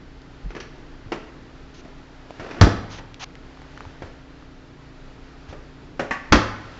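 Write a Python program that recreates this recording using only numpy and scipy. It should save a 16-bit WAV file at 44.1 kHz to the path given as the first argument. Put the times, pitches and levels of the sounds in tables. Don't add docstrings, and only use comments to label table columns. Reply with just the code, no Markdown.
import sys
import numpy as np
from scipy import signal
from scipy.fft import rfft, irfft, next_fast_len
from scipy.io import wavfile
from scipy.ndimage import map_coordinates

SR = 44100
rng = np.random.default_rng(int(sys.argv[2]) if len(sys.argv) > 2 else 0)


def int16_out(signal):
    q = np.round(np.clip(np.atleast_2d(signal).T, -1, 1) * 32767)
    wavfile.write(sys.argv[1], SR, q.astype(np.int16))


N = 299478
TOP_HZ = 7500

# time in seconds, levels in dB of crack, clatter, liner, cabinet and hollow body,
# hollow body in Hz, crack and clatter tilt in dB per octave, squeezed air in dB, push in dB, push in Hz,
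# push swell in seconds, jolted loads in dB, their flight in seconds.
DOOR_LANDINGS = [(2.6122, -6.5, -15.5, -21, -18, -7.5, 194, -0.5, -25, -1, 93.8, 0.013, -16, .055),
                 (6.3235, -7.5, -11, -13, -20, -10.5, 291, 0.2, -14, -5.5, 75, 0.0024, -14, .019)]
# frequency in Hz, spectral level in dB.
RACK_SPECTRUM = [(60, -28.5), (170, -4.5), (320, -0.5), (550, -4.5), (900, -8), (1500, -7), (2500, -13),
                 (4000, -24.5), (6000, -26), (7800, -57)]


def slams():
    # frequency in Hz, spectral level in dB.
    crack_spectrum = [(100, -11), (300, 7.5), (700, 2.5), (1500, 4), (2400, -11), (3400, -1.5),
                      (6000, -5.5), (7800, -26)]
    clatter_spectrum = [(60, -26), (150, -2.5), (300, 2), (480, -2.5), (650, -6.5), (1200, 0), (1850, -5.5),
                        (2400, -15), (3300, -12), (4300, -17.5), (6000, -18.5), (7800, -47)]
    # mode in Hz, width in Hz, relative level in dB.
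    liner_modes = [(524, 38, -10), (732, 24, -3.5), (974, 75, -6), (1212, 33, 5), (1450, 70, -7.5),
                   (1613, 54, 0), (1868, 45, -0.5), (2236, 36, -4.5), (2470, 160, -8)]
    # mode in Hz, mean level in dB, t60 in seconds.
    cabinet_modes = [(64.7, -10, .4), (104.5, -5.5, 0.98), (133, -8, .35), (196.1, 1, 0.38),
                     (238.7, -6.5, 0.34), (292.2, -0.5, 0.31), (334, -10, 0.38), (363.6, -6.5, 0.5),
                     (477, -5, 0.34), (520.5, -10, 0.36)]
    out = np.zeros(N)
    for (s, crack_db, clatter_db, liner_db, cabinet_db, body_db, body_hz, tilt_db,
         *_, loads_db, flight) in DOOR_LANDINGS:
        chatter = amp(1.6 * wobble(169, size=SR))
        add(out, s, amp(crack_db) * burst(crack_spectrum, tilt_db, t60=0.046))
        add(out, s, amp(clatter_db) * chatter * burst(clatter_spectrum, tilt_db, t60=0.26))
        add(out, s, amp(body_db) * struck([(body_hz, body_hz * 0.37, 0)], t60=0.2))
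        add(out, s, amp(liner_db) * struck(liner_modes, t60=0.15))
        add(out, s, amp(cabinet_db) * ring(cabinet_modes, rough=0.37, attack=0.0049))
        add(out, s + flight, amp(loads_db) * bouncing(body_hz=270, tilt_db=-4))
    return out


def thuds():
    # time in seconds, peak level in dB, frequency in Hz.
    soft_bumps = [(.433, -24, 42.7), (.455, -29.5, 148), (1.06, -34, 97), (2.39, -33, 110),
                  (3.859, -34, 84), (4.03, -35, 82), (5.483, -33, 75.4)]
    gasket_lead_s, squeeze_s = 0.0023, 0.0067
    rock_delay_s, rock_db, rock_hz, rock_swell_s = 0.01, -7, 53, 0.019
    bump_swell_cycles = 1.1

    out, lead = np.zeros(N), seconds(SR // 10)
    squeeze = np.exp((lead - lead[-1]) / squeeze_s) * signal.windows.tukey(len(lead), .02)
    for s, *_, air_db, push_db, push_hz, swell, _, _ in DOOR_LANDINGS:
        add(out, s - lead[-1], amp(air_db) * squeeze)
        add(out, s - gasket_lead_s, amp(push_db) * swing(push_hz, swell))
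        add(out, s + rock_delay_s, amp(push_db + rock_db) * swing(rock_hz, rock_swell_s))
    for s, db, hz in soft_bumps:
        add(out, s, amp(db) * swing(hz, bump_swell_cycles / hz))
    return out


def racks():
    # time in seconds, level in dB, body in Hz, tilt in dB per octave.
    load_knocks = [(.504, -38.5, 330, 1), (.55, -33.5, 397, 1), (.564, -32, 385, 0.5), (.601, -33, 363, 6),
                   (1.1193, -21.5, 377, 0.65), (1.849, -38.5, 590, -7.5), (2.396, -30.5, 675, -1),
                   (2.5091, -31, 324, 1), (2.985, -36.5, 796, 1.5), (4.0209, -31, 480, -2.5),
                   (5.527, -34, 500, -2.5), (5.994, -17, 570, -2)]
    # time in seconds, ring level in dB, contact level in dB.
    container_clinks = [(5.997, -33.5, -35), (6.1097, -21, -25)]
    # mode in Hz, width in Hz, relative level in dB.
    container_modes = [(753, 21, -2.5), (931, 66, -2.5), (1135, 61, -0.5), (1544, 66, -2), (1790, 65, 2.5),
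                       (1927, 55, 0.5), (2130, 92, -5.5), (2530, 60, -6.5), (2716, 50, -7),
                       (5400, 160, -24.5)]
    # time in seconds, level in dB, body in Hz, tilt in dB per octave, before random scatter.
    rattle_ends = [(2.41, -38.5, 673, 0), (2.6, -34, 170, -1.5)]
    out = np.zeros(N)
    for s, db, body_hz, tilt_db in load_knocks:
        add(out, s, amp(db) * bouncing(body_hz, tilt_db))
    for s, ring_db, contact_db in container_clinks:
        add(out, s, amp(ring_db) * struck(container_modes, t60=0.21))
        add(out, s, amp(contact_db) * burst(RACK_SPECTRUM, tilt_db=-1.5, t60=0.069))
    for s, db, body_hz, tilt_db in np.linspace(*rattle_ends, 11):
        late, strength, pitch = rng.uniform(-1, 1, 3)
        contact = knock(body_hz * np.exp(.3 * pitch), tilt_db)
        add(out, s + .005 * late, amp(db + 2 * strength) * contact)
    return out


def handling():
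    # time in seconds, level in dB, centre frequency in Hz.
    close_ticks = [(0.218, -35, 4000), (2.307, -18, 576), (3.1438, -22, 3300), (3.3544, -27, 2230),
                   (3.573, -32, 1100), (3.6184, -25, 1100), (3.776, -21.5, 1500), (3.8066, -20.5, 1360),
                   (3.8525, -23.5, 910), (4.4253, -32.5, 1200)]
    # start and end in seconds, level halfway in dB, swell from start to end in dB,
    # tilt in dB per octave.
    close_brushes = [(1.736, 1.818, -53, -3, 3), (2.892, 3.004, -44.5, -1, 1),
                     (3.191, 3.248, -37, 14.5, .5), (4.024, 4.084, -50, 3, -5.5),
                     (5.481, 5.539, -51, -6, -1.5)]
    # frequency in Hz, spectral level in dB.
    cloth_spectrum = [(100, -14), (450, -10), (750, 5), (1500, -0.5), (2400, 0), (2900, 1.5), (3500, -1),
                      (5200, -5), (6400, -4.5), (7800, -29)]
    out, t = np.zeros(N), seconds(SR)
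    for s, db, hz in close_ticks:
        decay = fade(0.0052 * (1000 / hz) ** 0.62)
        snap = np.sin(2 * np.pi * hz * t) * decay * (1 - np.exp(-8 * hz * t))
        buzz = amp(-16.5) * struck([(hz, hz * 0.27, 0)], t60=0.018)
        click = amp(-20.5) * burst(cloth_spectrum, tilt_db=-2.5, t60=0.0035)
        add(out, s, amp(db) * (snap + click + buzz))
    for start, end, db, swell_db, tilt_db in close_brushes:
        size = max(round((end - start) * SR), 64)
        grip_db = swell_db * np.linspace(-.5, .5, size) + 1.5 * wobble(192, size=size)
        grip = signal.windows.tukey(size, .3) * amp(grip_db)
        add(out, start, amp(db) * grip * noise(cloth_spectrum, tilt_db, size=size))
    return out


def background():
    # frequency in Hz, mean rms level in dB.
    machine_tones = [(26.9, -51.5), (59.2, -53.5), (118.4, -59), (145.3, -56.5), (263.8, -53), (296.1, -60),
                     (441.4, -69.5), (619.1, -68)]
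    # frequency in Hz, spectral level in dB.
    rumble_spectrum = [(12, -32), (20, 5.5), (47, -4), (97, -8), (137, -4.5), (208, -9.5), (242, -11),
                       (262, -13), (312, -5.5), (500, -15.5), (650, -45), (1100, -120)]
    air_spectrum = [(240, -26), (400, -5.5), (538, -7), (881, -7.5), (1100, -10), (1340, -8.5),
                    (1940, -11.5), (2170, -14), (4720, -20.5), (7630, -31.5), (9920, -66), (16800, -120)]
    # time in seconds, rustle level in dB.
    movement = [(0, -52.5), (.6, -51.5), (2.2, -51.5), (2.45, -46.5), (3.2, -52), (3.8, -49), (4.6, -53.5),
                (5.3, -50.5), (5.95, -52.5), (6.79, -45.5)]
    t = seconds(N)
    hum = np.zeros(N)
    for hz, db in machine_tones:
        level = amp(db + 0.93 * wobble(3.5, size=N)) * np.sqrt(2)
        hum += level * np.sin(2 * np.pi * hz * t + .35 * wobble(5.2, size=N))
    rumble_level = amp(-47.0 + 1.3 * wobble(6.6, size=N))
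    rumble = rumble_level * noise(rumble_spectrum, tilt_db=-0.5, size=N)
    s, rustle_db = np.transpose(movement)
    air_level = amp(np.interp(t, s, rustle_db) + 0.44 * wobble(12, size=N))
    air = air_level * noise(air_spectrum, tilt_db=0, size=N)
    return hum + rumble + air


def kitchen(x):
    # frequency in Hz, t60 in seconds.
    room_decay = [(60, 0.52), (250, 0.59), (1000, 0.82), (2500, 0.71), (7000, 0.5)]
    hz, t, z = signal.stft(rng.standard_normal(SR), SR, nperseg=256)
    decay = np.exp(-np.log(1000) * t / along(room_decay, hz)[:, None])
    tail = signal.istft(z * decay, SR, nperseg=256)[1]
    tail = tail * (1 - np.exp(-seconds(len(tail)) / 0.005))
    return signal.fftconvolve(x, tail / np.linalg.norm(tail))[:N]


def bouncing(body_hz, tilt_db, count=3):
    rebound_s, loss_db, rebound_tilt_db = .026, 8, -4
    out = np.zeros(SR)
    for k in range(count):
        contact = knock(body_hz, tilt_db + min(k, 1) * rebound_tilt_db)
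        add(out, k * rebound_s, amp(-k * loss_db) * contact)
    return out


def knock(body_hz, tilt_db):
    attack_s, rack_t60_s = 0.00061, 0.098
    body = amp(-4.5) * struck([(body_hz, body_hz * 0.18, 0)], rack_t60_s * 1.38)
    contact = burst(RACK_SPECTRUM, tilt_db, rack_t60_s)
    return (contact + body) * (1 - np.exp(-seconds(SR) / attack_s))


def swing(hz, swell):
    t = seconds(SR)
    return -(t / swell * np.exp(1 - t / swell)) ** 2 * np.sin(2 * np.pi * hz * t)


def ring(modes, rough, attack):
    t = seconds(SR)
    total = np.zeros(SR)
    for hz, db, t60 in modes:
        phase = 2 * np.pi * hz * t + rough * wobble(57, size=SR)
        total += amp(db + rng.normal(0, 1)) * fade(t60) * -np.sin(phase)
    return total * (1 - np.exp(-t / attack))


def resonances(modes, hz):
    power = 0
    for f, width, db in modes:
        detuning = (hz * hz - f * f) / (width * hz + 1e-9)
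        power = power + amp(2 * db) / (1 + detuning ** 2)
    return np.sqrt(power)


def struck(modes, t60):
    hz = np.fft.rfftfreq(SR, 1 / SR)
    phases = np.exp(2j * np.pi * rng.random(len(hz)))
    return unit(irfft(resonances(modes, hz) * phases, SR)) * fade(t60)


def burst(spectrum, tilt_db, t60):
    return noise(spectrum, tilt_db, size=SR) * fade(t60)


def noise(spectrum, tilt_db, size):
    hz = np.fft.rfftfreq(size, 1 / SR)
    heard = (hz > 0) & (hz < TOP_HZ + 400)
    gain = amp(along(spectrum, hz) + tilt_db * np.log2(hz + 20)) * heard
    return unit(irfft(gain * np.exp(2j * np.pi * rng.random(len(hz))), size))


def fade(t60):
    return np.exp(-np.log(1000) * seconds(SR) / max(t60, 1e-3))


def wobble(rate, size):
    knots = rng.standard_normal(int(size * rate / SR) + 4)
    return map_coordinates(knots, [seconds(size) * rate])


def amp(db):
    return 10 ** (np.asarray(db) / 20)


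def unit(x):
    return x / np.sqrt(np.mean(x ** 2) + 1e-20)


def along(points, hz):
    f, v = np.transpose(points)
    return np.interp(np.log(hz + 1), np.log(f), v)


def seconds(size):
    return np.arange(size) / SR


def add(track, s, sound):
    part = track[round(s * SR):][:len(sound)]
    part += sound[:len(part)]


def scene():
    doors, loads, low = slams(), racks(), thuds()
    room = kitchen(amp(-9.5) * doors) + kitchen(amp(-8.5) * loads) + kitchen(amp(-16) * low)
    return (doors + loads + low + room + handling() + background())[None]


def record(dry):
    clipped = np.clip(dry, -.95, .95)
    size = next_fast_len(N + SR // 2)
    hz = np.fft.rfftfreq(size, 1 / SR)
    low_pass = 1 / np.sqrt(1 + (hz / TOP_HZ) ** 64)
    return irfft(rfft(clipped, size) * low_pass, size)[:, :N]


dry = scene()
out = record(dry)
int16_out(out)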